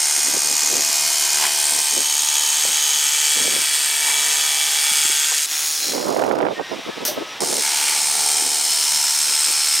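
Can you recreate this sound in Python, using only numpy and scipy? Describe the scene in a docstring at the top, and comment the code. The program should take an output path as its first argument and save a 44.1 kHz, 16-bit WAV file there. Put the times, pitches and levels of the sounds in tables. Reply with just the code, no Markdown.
"""A jigsaw cuts a steel plate on a bench at a workshop door, runs free, coasts down, and cuts again. Each blade
stroke makes two bursts of rasping noise, which ring the plate; steady tones follow the stroke rate. Gusts of
wind pop on the two microphone ports, as puffs of filtered noise and short pressure kicks. Behind them lie a low
hum, and, clearest while the saw rests, filtered hiss, thin tones and sharp bursts of noise."""
import sys
import numpy as np
from scipy import signal
from scipy.fft import rfft, irfft, next_fast_len
from scipy.io import wavfile

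SR = 44100
rng = np.random.default_rng(int(sys.argv[2]) if len(sys.argv) > 2 else 0)


def wav_out(sig):
    """Save sig, one row per channel (or a flat mono array), as 16-bit PCM at SR to the path in sys.argv[1]."""
    wavfile.write(sys.argv[1], SR, np.round(np.clip(np.atleast_2d(sig).T, -1, 1) * 32767).astype(np.int16))


N = 432180  # samples in the whole scene

# In tables of spectra, rings and swells the dB are relative: they set shape or balance.
# Tables "per stage" hold four entries: start of the cut, deep in the cut, running free and coasting, second cut.

# Loudness of the saw, per stage: time_s, rasp_db, low_rasp_db (over the rasp), bench_rattle_db (over the rasp),
# main_ring_swell_db, tones_db (added to the tone levels)
STAGE_LEVELS = [
    [(0.0, -19, -12, -22, 1.5, 1), (0.7, -19, -11.5, -16.5, 2.5, -3), (1.0, -17.5, -13.5, -20, -4, 1.5),
     (1.35, -17.5, -12.5, -19, -1, -0.5), (1.45, -18.5, -9.5, -16, -8, 0), (1.75, -17, -15, -19, -16, 1),
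     (2.2, -22, -15, -20, 2, 2)],
    [(1.3, -17, -6, -15, -5, 0.0), (1.75, -19, -10, -19.5, 4, -8.5), (2.3, -18.5, -9.5, -18, 8, -3),
     (2.9, -18.5, -8.5, -20, 7, -1), (3.7, -19.5, -6.5, -21.5, 1, -2.5),
     (4.2, -19.5, -6.5, -19.5, 3.5, 0.5), (4.8, -19, -7, -20, 1.5, -3), (5.33, -19.5, -6, -24.5, 5, -4.5),
     (5.462, -19.5, -9.5, -29, 3, -5)],
    [(5.455, -30, -8, -18, -3, 0.0), (5.52, -22, -7.5, -19.5, -15, 0.0), (5.7, -21.5, -12, -21, -5, 0.0),
     (5.9, -22.5, -9.5, -23, 3, 0.0), (6.0, -30, -7.5, -25, 6, 0.0), (6.17, -35.5, -11, -21, 4, 0.0),
     (6.24, -39.5, -8, -9, 4, 0.0), (6.5, -54, -2, -20.5, 10, 0.0)],
    [(7.404, -24.5, -12, -6, 4, 3), (7.43, -23.5, -10.5, -12, -4, -13), (7.56, -21, -11, -15, -6, -14),
     (7.64, -19, -7.5, -15, -3, -6), (7.93, -18.5, -7, -14, -10, -3), (8.02, -19.5, -11, -15.5, -4, -3),
     (8.3, -19, -12, -15.5, -4, 3), (8.6, -20, -12.5, -16.5, 3, -2), (8.78, -18.5, -11.5, -20.5, 5, 2),
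     (9.1, -18.5, -11, -20.5, 3, -3), (9.4, -19, -10, -20.5, 3.5, -6), (9.8, -19, -10, -30, 6, 0.5)],
]
# Rasp of teeth, gears and cooling air, one spectrum per stage: pitch_hz, density_db (per Hz)
RASP_SPECTRA = [
    [(120, -64), (200, -32), (366, -21), (424, -24), (601, -31), (659, -15.5), (950, -6.5), (1040, -13),
     (2290, -8.5), (2470, -10), (3560, -7), (4430, -1), (6640, -3.5), (14900, -11), (16000, -32)],
    [(120, -79), (200, -27.5), (294, -23.5), (440, -14.5), (612, -20), (867, -2.5), (1350, -17),
     (2860, -10), (3310, -7.5), (4120, 1), (6520, -6), (9400, 2), (10300, -4), (14900, -10), (16000, -19)],
    [(120, -50), (200, -32), (360, -26), (401, -22), (473, -35), (671, -28), (821, -17), (1000, -24),
     (1560, -16), (1740, -16.5), (6640, -11), (16000, -22)],
    [(120, -62), (200, -38.5), (440, -27.5), (569, -35), (700, -22.5), (900, -15), (1180, -38.5),
     (1370, -11.5), (2650, -7.5), (4770, -9), (5230, -4.5), (6880, -7), (9060, -4.5), (12200, -17),
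     (15100, -17.5), (16000, -31)],
]
# Resonances of plate and saw body, per stage: pitch_hz, width_hz (before widening), level_db
PLATE_RINGS = [
    [(4490, 48, -2), (5280, 330, 0.5), (5880, 75, 2.5), (6730, 890, 6.5), (7560, 300, 4.5), (7460, 90, -19),
     (8310, 320, 2.5), (8950, 960, 4), (9960, 250, -13), (10830, 160, 0), (11670, 110, -2),
     (12400, 54, -14), (15200, 140, -21)],
    [(3650, 130, -12.5), (3874, 52, -3.5), (4560, 330, -5.5), (5070, 250, -4.5), (5420, 180, -2),
     (5770, 190, -1.5), (6610, 360, 0), (7510, 670, 0.5), (8340, 250, -2.5), (9120, 117, 0.5),
     (10820, 70, -9), (11420, 83, -7), (13040, 96, -9), (14300, 54, -22)],
    [(3430, 130, 1), (4160, 230, -2), (4920, 770, -1), (5500, 320, 2), (6650, 380, 4.5), (8150, 60, -13),
     (9440, 470, -5), (10200, 180, -5), (13000, 71, -13)],
    [(4370, 640, 2.5), (5220, 250, 9), (5500, 230, -6.5), (5800, 30, 8), (6090, 28, 13), (6550, 180, 9.5),
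     (7320, 350, 7), (8130, 230, 11.5), (8880, 210, 8), (10970, 130, 0), (11560, 67, 1), (13300, 180, -16),
     (14900, 150, -18)],
]
# Lower plate resonances, per stage: pitch_hz, width_hz (before widening), level_db
LOW_PLATE_RINGS = [
    [(1572, 7.2, 8), (2050, 150, 5.5), (2490, 47, 10), (2870, 31, 12.5), (3230, 120, 7)],
    [(1550, 7.1, 4.5), (1850, 210, 1), (2282, 18, 12.5), (2600, 84, -6), (3035, 13, 7.5), (3328, 19, 13.5)],
    [],
    [(1190, 220, 13.5), (2248, 240, 14.5), (3110, 240, 16), (3290, 24, 8)],
]
# Tones that every stroke repeats alike, per stage: multiple (of the stroke rate), level_db (rms, before swells)
STROKE_TONES = [
    [(5, -49.7), (7, -59.3), (8, -61.3), (9, -47.0), (10, -50.1), (11, -50.6), (12, -45.5), (13, -51.8),
     (14, -52.9), (16, -49.5), (18, -60.2), (19, -53.2), (20, -50.6), (21, -44), (24, -52.9), (25, -51.0),
     (26, -53.0), (27, -47.1), (28, -48.3), (29, -46.0), (31, -52.7), (33, -41.6), (34, -48.0), (38, -52.6),
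     (39, -50.0), (41, -49.3), (43, -52.9), (44, -49.7)],
    [(2, -74.6), (3, -60.3), (5, -58.4), (6, -52.2), (7, -60.2), (8, -62.6), (9, -48.5), (10, -55.4),
     (11, -52.9), (12, -50), (13, -50.6), (16, -49.3), (17, -51.4), (18, -55.1), (19, -52.0), (21, -47.1),
     (23, -46.8), (24, -45.8), (26, -50.5), (30, -47.5), (31, -38.5), (32, -47.8), (33, -46.2), (35, -43.8),
     (36, -46.6), (41, -36.7), (42, -41.7), (44, -43.6), (45, -36.2), (47, -47.6), (50, -49.8), (52, -47.5)],
    [],
    [(2, -72.7), (5, -60.5), (6, -55.9), (9, -54.9), (10, -51.1), (11, -51.5), (12, -48.5), (13, -49.6),
     (14, -59.3), (15, -56.2), (16, -55.8), (17, -58.4), (18, -47.7), (19, -51.3), (20, -54.6), (21, -55.2),
     (22, -54.8), (23, -58.2), (24, -57.7), (31, -51.3), (32, -52.1), (33, -55.4), (40, -55.2), (41, -51.5),
     (43, -53.6), (50, -53.7)],
]
# Fades of the saw, per stage: fade_in_s, fade_out_s
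STAGE_FADES = [(0, .9), (.9, .006), (.006, .05), (.002, 0)]
# Part that the ringing plate plays in the bright sound, per stage: share (0-1)
PLATE_SHARES = [0.75, 0.73, 0.43, 0.51]
# The resonance nearest this pitch follows main_ring_swell_db, per stage: pitch_hz
MAIN_RING_PITCHES = [6620, 6620, 5000, 5200]
# Where the crank stands at the start, before bite_shift_turns, per stage: position_turns
CRANK_STARTS = [.62, .64, .55, .96]
# Steady rush of air under KNOCK_HZ, added to the bursts, per stage: amount (gain)
AIR_AMOUNTS = [1.6, 1.0, 1.0, .9]
# Speed of the crank: time_s, speed_strokes_per_s
CRANK_SPEED = [(0.0, 74.65), (0.95, 74.63), (2.15, 74.22), (2.55, 74.37), (3.75, 74.45), (4.95, 74.32),
               (5.4, 74.7), (5.52, 75.9), (5.9, 76.0), (6.0, 63), (6.116, 45), (6.184, 43.2), (6.278, 41),
               (6.29, 32.5), (6.5, 28), (7.4, 74.0), (7.65, 73.26), (8.25, 73.75), (8.55, 74.6),
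               (9.15, 74.3), (9.45, 74.84), (9.8, 74.84)]
# Shape of a stroke as the cut goes on: time_s, down_drag (strength, before wander), drag_lag_turns (behind the
# bite), knock (extra gain at the bite), bite_shift_turns (how much later in the turn the bite falls)
STROKE_SHAPE = [(0, .4, .36, .5, -.08), (1.42, .4, .36, .5, .02), (1.47, .35, .55, .4, .1),
                (2.8, .45, .55, .4, .09), (3.6, .95, .56, .4, .07), (5.0, .95, .55, .4, .08),
                (5.4, .8, .5, .4, .18), (5.5, .7, .43, .4, 0), (6.5, .7, .43, .4, 0),
                (7.4, .45, .4, .5, .15), (8.4, .65, .36, .2, .02), (9.0, .7, .36, .15, .01),
                (9.8, .65, .36, .2, .08)]
# The blade snags and the plate shudders: time_s, length_s (to 1/e on each side), low_rasp_up_db,
# bench_rattle_up_db, high_rasp_up_db, broad_scrape_db
BLADE_SNAGS = [(1.435, 0.035, 2.2, 3.6, 1.8, -30), (4.096, 0.036, 1, 2.5, 0, -39),
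               (5.325, 0.015, 0, 8.1, 0, -49)]
# Broad rasp of a snag, as a spectrum: pitch_hz, density_db (per Hz)
SCRAPE_SPECTRUM = [(500, -12), (800, -31), (1500, 6), (2500, 5), (4500, 4), (7000, -35)]
# Resonances that swell and fade as the cut moves along the plate: pitch_hz
SWELL_PITCHES = [2300, 2480, 3050, 3330, 4180, 8200, 9000]
# Their swells, before a random drift: time_s, then one swell_db for each of SWELL_PITCHES
SWELL_CURVES = [(0, 1, -4, -8, 0, 0, 7, 2.5), (.6, 8, 4, -7, 0, 0, 3, -6),
                (1.2, 5, 0, 12.5, 0, -1, -5, -2.5), (1.9, -4, 7, 6.5, 0.41, 0, 7, 2),
                (2.6, -9, 3, 7, 1, 0, 4, -4), (3.2, 3, 6, 6, 1, 0, 1, -1), (3.7, -4, -5, 2.5, 0, 0, 2, 4.5),
                (4.05, 8, -1, -1, -0.38, 0, 2, 4.5), (4.4, -4, -9, -1, 0.56, 0, 1, 5),
                (5.0, 5, -9, 2, 0.52, 0, 2, 2), (5.4, -13, -7, -11, -2, -6, -5, 1),
                (5.75, 0, 0, 0, 0, -8, 0, 0), (5.83, 0, 0, 0, 0, 10, 0, 0), (7.4, 1, 0, -5, 0, 2, -7, 0),
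                (8.0, 0, -2, -6, 0, 0, 0, 5), (8.5, 1, -2, 6, 0, 0, 3, 7.5), (8.9, -3, -7, 1, 0, 0, 0, -2),
                (9.8, -4, 0, -5, -2, 0, 4, 4)]
# Puffs of wind on the ports: time_s (centre), length_s (scales the puff), left_db, right_db
WIND_GUSTS = [(0.184, 0.019, -62, -32), (0.283, 0.049, -43, -35), (0.356, 0.03, -32, -26),
              (0.49, 0.087, -37, -34), (0.638, 0.019, -34, -37), (0.758, 0.076, -28, -26.5),
              (0.894, 0.037, -49, -40), (1.75, 0.057, -44, -32.5), (1.982, 0.055, -36, -29.5),
              (2.683, 0.045, -37, -36), (3.369, 0.02, -40, -31), (3.413, .04, -38, -33),
              (3.468, 0.041, -34, -27.5), (3.552, 0.075, -32, -31.5), (5.07, 0.12, -50, -63),
              (5.847, 0.091, -42, -38), (5.983, 0.11, -31, -21), (6.068, 0.043, -26, -17.5),
              (6.125, 0.028, -29, -16.5), (6.178, 0.036, -26, -16.5), (6.222, 0.012, -22, -15),
              (6.29, 0.11, -25, -16.5), (6.372, 0.037, -26, -23), (6.45, 0.079, -22, -16.5),
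              (6.517, 0.024, -26, -23), (6.6, 0.028, -24.5, -19), (6.735, 0.045, -35, -23.5),
              (6.794, 0.014, -27, -29), (6.885, 0.025, -26, -24.5), (6.975, 0.015, -33, -26),
              (7.017, 0.025, -32, -25), (7.11, 0.083, -31, -32), (7.175, 0.012, -28, -21),
              (7.188, 0.0055, -26, -24), (7.221, 0.021, -24.5, -24), (7.43, 0.024, -24, -16.5),
              (7.495, 0.038, -29, -23.5), (7.532, 0.015, -30, -23.5), (7.565, 0.059, -34, -25.5),
              (8.143, 0.18, -60, -48), (8.465, 0.097, -56, -35), (9.304, 0.047, -44, -40),
              (9.5, 0.048, -45, -39)]
# Noise of a strong gust, as a spectrum: pitch_hz, density_db (per Hz)
WIND_SPECTRUM = [(24, -73), (40, -36.5), (200, -6), (275, 0.5), (506, 4), (815, -3.5), (1300, -11),
                 (2020, -28), (5990, -70), (7180, -76), (7680, -97), (9000, -100), (11700, -130),
                 (19800, -120)]
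# The sharpest wind pops: time_s, kick_db (peak, before the bass cuts), bright_edge_db, port (0 left, 1 right)
WIND_POPS = [(.7545, -16, -36, 0), (2.652, -14, -34, 0), (3.372, -17, -36, 1), (3.459, -16, -36, 1),
             (3.478, -15, -35, 1), (3.536, -18, -38, 0), (3.564, -16, -36, 0), (4.914, -27, -45, 0),
             (5.052, -24, -42, 0), (5.099, -21, -40, 1), (5.921, -16, -26, 1), (6.1043, -13, -27, 1),
             (6.1646, -6, -17, 1), (6.193, -11, -17, 1), (6.1973, -13, -26, 0), (6.1984, -9, -20, 1),
             (6.2205, -6, -18, 1), (6.2245, -7, -19, 1), (6.2378, -4, -16, 1), (6.249, -10, -19, 1),
             (6.2642, -10, -20, 1), (6.279, -11, -20, 1), (6.3125, -8, -16, 1), (6.3155, -9, -17, 1),
             (6.3545, -9, -19, 1), (6.368, -11, -21, 1), (6.3877, -10, -20, 0), (6.4045, -10, -18, 1),
             (6.4112, -6, -18, 1), (6.4285, -10, -19, 1), (6.4522, -6, -16, 1), (6.467, -9, -17, 1),
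             (6.4705, -10, -18, 1), (6.4861, -10, -21, 1), (6.5969, -7, -24, 1), (6.717, -12, -30, 1),
             (7.1765, -16, -32, 0), (7.4188, -11, -26, 1), (7.505, -17, -32, 1)]
# Bright edge of a pop, as a spectrum: pitch_hz, density_db (per Hz)
CRACK_SPECTRUM = [(600, -25), (1100, 0), (2200, -8), (4500, -23), (7000, -45)]
# Workshop hiss, as a spectrum: pitch_hz, density_db (per Hz)
HISS_SPECTRUM = [(59, -42), (100, -9), (718, 3), (1110, 3.5), (1290, -1), (1700, 1.5), (2230, 3.5),
                 (3800, 3), (4300, -3), (5100, -3), (5700, -2), (6300, -9), (15000, -24.5)]
# Loudness of the hiss, before a small random drift: time_s, level_db (rms)
HISS_LOUDNESS = [(5.9, -49), (6.1, -40), (6.45, -45), (6.55, -34), (6.6, -38), (6.66, -34.5), (7.0, -33.5),
                 (7.39, -33), (7.42, -41)]
# Thin fading tones in the pause: start_s, length_s, pitch_hz (wavers), level_db (rms, before drift and fades)
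THIN_TONES = [(6.555, .05, 1840, -35), (6.62, .055, 1870, -40), (6.68, .04, 1863, -42),
              (6.58, .13, 1550, -46), (6.8, .25, 1281, -45), (6.91, .04, 1720, -42), (6.97, .1, 955, -45),
              (7.075, .042, 603, -31), (7.08, .06, 790, -39), (7.203, .033, 334, -32),
              (7.13, .24, 1281, -44), (7.26, .09, 5780, -46), (6.67, .1, 5700, -50), (6.71, .05, 5150, -48),
              (6.78, .07, 5750, -48), (6.5, .04, 3600, -45), (6.84, .07, 3800, -46)]
# A sharp burst of noise, as a spectrum: pitch_hz, density_db (per Hz)
SHARP_NOISE_SPECTRUM = [(290, -41), (500, -25), (800, -10), (1140, -16), (2040, -8), (2190, -15), (3440, -9),
                        (5240, -6.5), (5970, -1), (7210, -17), (9090, -9), (12100, -15), (13800, -3.5),
                        (16000, -18)]
# When the sharp bursts come: start_s, level_db (rms, after the sharp start), fade_s (to fall 60 dB)
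SHARP_NOISE_TIMES = [(7.0516, -20.5, 0.21), (7.152, -54, .15)]
# Loudness of the low wavering hum: time_s, level_db (rms)
HUM_LOUDNESS = [(0, -62), (.85, -58), (1.6, -58), (2.3, -73.5), (7.4, -81), (8.1, -57), (8.5, -59),
                (8.85, -59.5), (9.5, -64)]

HUM_HZ, HUM_WIDTH_HZ = 161.1, 7.5
BENCH_HZ, SPLIT_HZ = 1200, 3500  # bench rattle below the first, low rasp between, high rasp above
KNOCK_HZ = 6000  # above it the bite starts with a sharp knock
KNOCK_SHARP = 46  # narrowness of the knock
CATCH, CATCH_TURNS = .8, .05  # a strong down-stroke catches with a snap: strength, decay in turns
BITE_SHARP, DRAG_SHARP, BETWEEN = 2.0, 2.6, .42  # narrowness of the two bursts, rasp left between them
DOWN_WANDER, WANDER_PER_S = 0.2, 4.5  # slow wander of the drag
SLACK_TURNS, SLACK_PER_S = .004, 30  # play in the crank: strokes land a little early or late
COAST_BELOW, COAST_GAPS = 57, 0.48  # under this many strokes per s the gaps grow quieter, up to this power
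TONE_SCATTER = .6  # the tones start together at the bite, within this part of a cycle
PATTERN_STEPS = 592  # steps of tooth noise in one turn
LUMPS_DB, LUMPS_PER_S = 1, 25  # a long gust breaks up into lumps
WIND_CUT_HZ, CRACK_S = 73, .002  # bass cut of the wind, decay of a pop's bright edge
EDGE_HZ = 16050  # upper band limit


def gain_of(db):
    """Turns dB into gain."""
    return 10 ** (np.asarray(db) / 20)


def evened(x):
    """Scales a sound to rms 1."""
    return x / np.sqrt(np.mean(x ** 2) + 1e-20)


def add(mix, s, sound):
    """Mixes a sound in at s seconds."""
    part = mix[round(s * SR):][:len(sound)]
    part += sound[:len(part)]


def curve(t, rows):
    """Reads every column of a timed table at the times t, along straight lines."""
    s, *columns = np.transpose(rows)
    return [np.interp(t, s, column) for column in columns]


def high_pass(x, order, hz):
    """Takes away what lies below hz."""
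    return signal.sosfilt(signal.butter(order, hz, "high", fs=SR, output="sos"), x)


def coloured(x, points, lo_hz=0, hi_hz=SR):
    """Filters x by a spectrum, between two edges, to rms 1."""
    size = next_fast_len(len(x))
    hz = np.fft.rfftfreq(size, 1 / SR)
    f, db = np.transpose(points)
    shape = gain_of(np.interp(np.log(hz + 1), np.log(f + 1), db))
    shape = shape * (hz >= lo_hz) * (hz < hi_hz)
    return evened(irfft(rfft(x, size) * shape, size)[:len(x)])


def drift(size, per_s):
    """Slow chance: random knots joined by lines."""
    at = np.arange(size) * min(per_s, 400) / SR
    knots = rng.standard_normal(size // 100 + 2)
    return np.interp(at, np.arange(len(knots)), knots)


def ring(x, hz, width):
    """One fixed resonance, rms 1: a narrower one rings longer."""
    r = np.exp(-np.pi * width / SR)
    return evened(signal.lfilter([1, 0, -1], [1, -2 * r * np.cos(2 * np.pi * hz / SR), r * r], x))


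def hum():
    """A narrow band of low noise, so its level wavers."""
    band = ring(rng.standard_normal(N), HUM_HZ, HUM_WIDTH_HZ)
    band = ring(band, HUM_HZ, 3.9 * HUM_WIDTH_HZ)
    level_db, = curve(np.arange(N) / SR, HUM_LOUDNESS)
    return gain_of(level_db) * band


def pause():
    """Filtered hiss, thin wavering tones and sharp bursts of noise, clearest while the saw rests."""
    hiss_db, = curve(np.arange(N) / SR, HISS_LOUDNESS)
    out = gain_of(hiss_db + 0.14 * drift(N, 36)) * coloured(rng.standard_normal(N), HISS_SPECTRUM)
    for s, length, hz, db in THIN_TONES:
        size = round(length * SR)
        tone = np.sin(2 * np.pi * hz * np.arange(size) / SR + .8 * drift(size, 60))
        level = gain_of(db + 1.5 * drift(size, 30)) * np.sqrt(2)
        add(out, s, level * tone * signal.windows.tukey(size, .4))
    t = np.arange(SR // 4) / SR
    for s, db, t60 in SHARP_NOISE_TIMES:
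        sharp_start = 1 + 1.3 * np.exp(-t / .0012)
        held = gain_of(db - 60 * np.maximum(t - .03, 0) / t60)  # steady for 0.03 s, then fades
        add(out, s, sharp_start * held * coloured(rng.standard_normal(len(t)), SHARP_NOISE_SPECTRUM))
    return out


def gusts():
    """Puffs of turbulence, with unrelated noise at the two ports; weak puffs are duller."""
    t, power = np.arange(N) / SR, np.zeros((2, N))
    for s, length, left_db, right_db in WIND_GUSTS:
        near = slice(max(round((s - 2 * length) * SR), 0), round((s + 2 * length) * SR))
        puff = np.exp(-((t[near] - s) / (0.66 * length)) ** 2) ** 1.42
        power[:, near] += gain_of([[left_db], [right_db]]) ** 2 * puff
    out = []
    for level in np.sqrt(power) * gain_of(LUMPS_DB * drift(N, LUMPS_PER_S)):
        flutter_db = 1.2 * drift(N, 60) + 1.5 * drift(N, 150) + 3.2 * drift(N, 350)
        bright = coloured(gain_of(flutter_db) * rng.standard_normal(N), WIND_SPECTRUM)
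        dull = evened(signal.lfilter(*signal.butter(1, 250, fs=SR), bright))
        strong = np.clip(level / gain_of(-23.5), 0, 1) ** 3.2
        out.append(level * (strong * bright + (1 - strong) * dull))
    return out


def add_pops(ports):
    """Adds short pressure kicks, higher and quicker when strong, each with a bright noisy edge."""
    u = np.arange(-100, 600) / SR
    edges = coloured(rng.standard_normal(len(WIND_POPS) * len(u)), CRACK_SPECTRUM)
    for (s, db, edge_db, port), fizz in zip(WIND_POPS, edges.reshape(len(WIND_POPS), -1)):
        swing = np.cos(2 * np.pi * (900 + 25 * db) * u)
        kick = swing * np.exp(np.where(u < 0, u / .0005, u * (db + 40) * -16))
        crack = gain_of(edge_db) * fizz * np.exp(-np.abs(u) / np.where(u < 0, .0004, CRACK_S))
        add(ports[int(port)], s + u[0], rng.choice([-1, 1]) * gain_of(db) * kick + crack)


def wind():
    """Gusts and pops together at the two ports, with the deepest bass cut away."""
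    ports = gusts()
    add_pops(ports)
    return high_pass(ports, 2, WIND_CUT_HZ)


def swell_db(hz, t):
    """The swell curve of a resonance; slow chance for those without one."""
    off = np.abs(np.array(SWELL_PITCHES) / hz - 1)
    if off.min() > .03:
        return 1.3 * drift(len(t), 4)
    return curve(t, SWELL_CURVES)[off.argmin()] + 1.4 * drift(len(t), 6.17)


def worn_teeth(turns, count):
    """Noise repeated each stroke and renewed over count strokes: the same teeth meet the same edge."""
    patterns = rng.standard_normal((int(turns.max()) + 2, PATTERN_STEPS))
    age = turns / count
    row, place = age.astype(int), (turns % 1 * PATTERN_STEPS).astype(int)
    blend = age % 1 * np.pi / 2
    return np.cos(blend) * patterns[row, place] + np.sin(blend) * patterns[row + 1, place]


def burst(angle, sharp):
    """A smooth bump once a turn, narrower when sharp is large."""
    return np.exp(sharp * (np.cos(angle) - 1))


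def low_gongs(body, low_rings, t):
    """The lower plate resonances, driven by the body of the rasp."""
    gongs = 0
    for hz, width, db in low_rings:
        wide = width + 40
        level = gain_of(db + swell_db(hz, t)) * np.sqrt(wide)
        gongs = gongs + level * ring(ring(body, hz, wide), hz, 4 * width + 150)
    return gongs


def ringing_plate(knocked, smooth, rings, main_hz, main_db, t):
    """Upper resonances: those above KNOCK_HZ are struck by the knocks, the rest by the smooth rasp."""
    main = np.argmin([abs(hz - main_hz) for hz, _, _ in rings])
    weights = [gain_of(db) * np.sqrt(width) for _, width, db in rings]
    plate = 0
    for k, (hz, width, _) in enumerate(rings):
        swell = main_db if k == main else swell_db(hz, t)
        drive = knocked if hz > KNOCK_HZ else smooth
        plate = plate + weights[k] * gain_of(swell) * ring(ring(drive, hz, width + 90), hz, 4 * width + 300)
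    return plate / np.linalg.norm(weights)


def stroke_tones(tones, turns, speed, t):
    """Steady tones at whole multiples of the crank's turning, so they follow its speed."""
    total = 0
    for k, db in tones:
        level = gain_of(db + swell_db(k * speed.mean(), t)) * np.sqrt(2)
        total = total + level * np.cos(2 * np.pi * (round(k) * turns + TONE_SCATTER * rng.random()))
    return total


def saw(rows, start_turns, mid_air, fades, rasp, rings, low_rings, share, main_hz, tones):
    """Teeth bite on the up-stroke and drag on the down-stroke; the bursts ring the plate."""
    t = np.arange(rows[0][0], rows[-1][0], 1 / SR)
    size = len(t)
    rasp_db, low_db, bench_db, main_db, tones_db = curve(t, rows)

    high_db, scrape, broad = np.zeros((3, size))
    for at, length, low_up_db, bench_up_db, high_up_db, broad_db in BLADE_SNAGS:
        snag = np.exp(-((t - at) / length) ** 2)
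        low_db = low_db + low_up_db * snag
        bench_db = bench_db + bench_up_db * snag
        high_db = high_db + high_up_db * snag
        scrape = scrape + 1.3 * snag
        broad = broad + gain_of(broad_db) * snag

    # the crank turns the blade up and down
    down, lag, knock, bite_shift = curve(t, STROKE_SHAPE)
    down = np.clip(down + DOWN_WANDER * drift(size, WANDER_PER_S), 0, 1.2)
    speed, = curve(t, CRANK_SPEED)
    turns = start_turns - bite_shift + np.cumsum(speed) / SR + SLACK_TURNS * drift(size, SLACK_PER_S)
    angle = 2 * np.pi * (turns + 0.0099 * drift(size, 70))
    up_bite = burst(angle, BITE_SHARP)
    down_drag = burst(angle - 2 * np.pi * lag, DRAG_SHARP)
    strokes = BETWEEN + gain_of(1.0 * drift(size, 60)) * (up_bite + down * down_drag)

    # noise of the teeth, with sharp knocks and catches, and a rush of air
    worn = worn_teeth(np.abs(turns), count=25)
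    bursts = strokes * gain_of(0.55 * drift(size, 350))
    teeth = evened(bursts * (rng.standard_normal(size) + 0.68 * worn))
    catch = down ** 2 * np.exp(-((turns - lag + .05) % 1) / CATCH_TURNS) * CATCH
    knocked = evened(teeth * (1 + knock * burst(angle, KNOCK_SHARP) + catch))
    air = rng.standard_normal(size)
    smooth = evened(teeth + mid_air * air)
    upper = high_pass(evened(knocked + .5 * air) - smooth, 2, KNOCK_HZ)  # swaps in the knocks high up
    high = coloured(smooth + upper, rasp, lo_hz=SPLIT_HZ) * gain_of(high_db + 0.23 * drift(size, 9.4))

    # lower down, strokes repeat more alike
    body = evened(bursts * (worn + 1.25 * air)) + 0.5 * rng.standard_normal(size)
    gongs = evened(low_gongs(body, low_rings, t))
    low = gain_of(low_db) * evened(coloured(body, rasp, BENCH_HZ, SPLIT_HZ) + .35 * gongs)
    rattle = body + 0.5 * worn + (0.34 + scrape) * air
    bench = gain_of(bench_db) * coloured(rattle, rasp, hi_hz=BENCH_HZ)

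    plate = ringing_plate(knocked, smooth, rings, main_hz, main_db, t)
    bright = np.sqrt(1 - share ** 2) * high + share * plate
    slow = COAST_GAPS * np.clip(1 - speed / COAST_BELOW, 0, 1)
    coasting = up_bite ** slow * (1 + slow)
    sound = gain_of(rasp_db) * ((bright + low) * coasting + bench)
    sound = sound + gain_of(tones_db) * stroke_tones(tones, turns, speed, t)
    sound = sound + broad * coloured(knocked, SCRAPE_SPECTRUM)
    since = np.clip((t - t[0]) / (fades[0] + 1e-9), 0, 1)
    until = np.clip((t[-1] - t) / (fades[1] + 1e-9), 0, 1)
    return t[0], sound * np.sin(since * np.pi / 2) * np.sin(until * np.pi / 2)


def scene():
    """Saw and workshop in the middle, wind at the ports."""
    middle = pause() + hum()
    for stage in zip(STAGE_LEVELS, CRANK_STARTS, AIR_AMOUNTS, STAGE_FADES, RASP_SPECTRA, PLATE_RINGS,
                     LOW_PLATE_RINGS, PLATE_SHARES, MAIN_RING_PITCHES, STROKE_TONES):
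        add(middle, *saw(*stage))
    return middle + wind()


def record(dry):
    """Bass cut of the microphone, rounded peaks, then the band limit of the recorder."""
    thinned = high_pass(dry, 3, 60)
    rounded = 2.2 * np.tanh(thinned / 2.2)
    band = signal.firwin(511, EDGE_HZ, window=("kaiser", 9), fs=SR)
    return signal.oaconvolve(rounded, band[None], "same")


dry = scene()
out = record(dry)
wav_out(out)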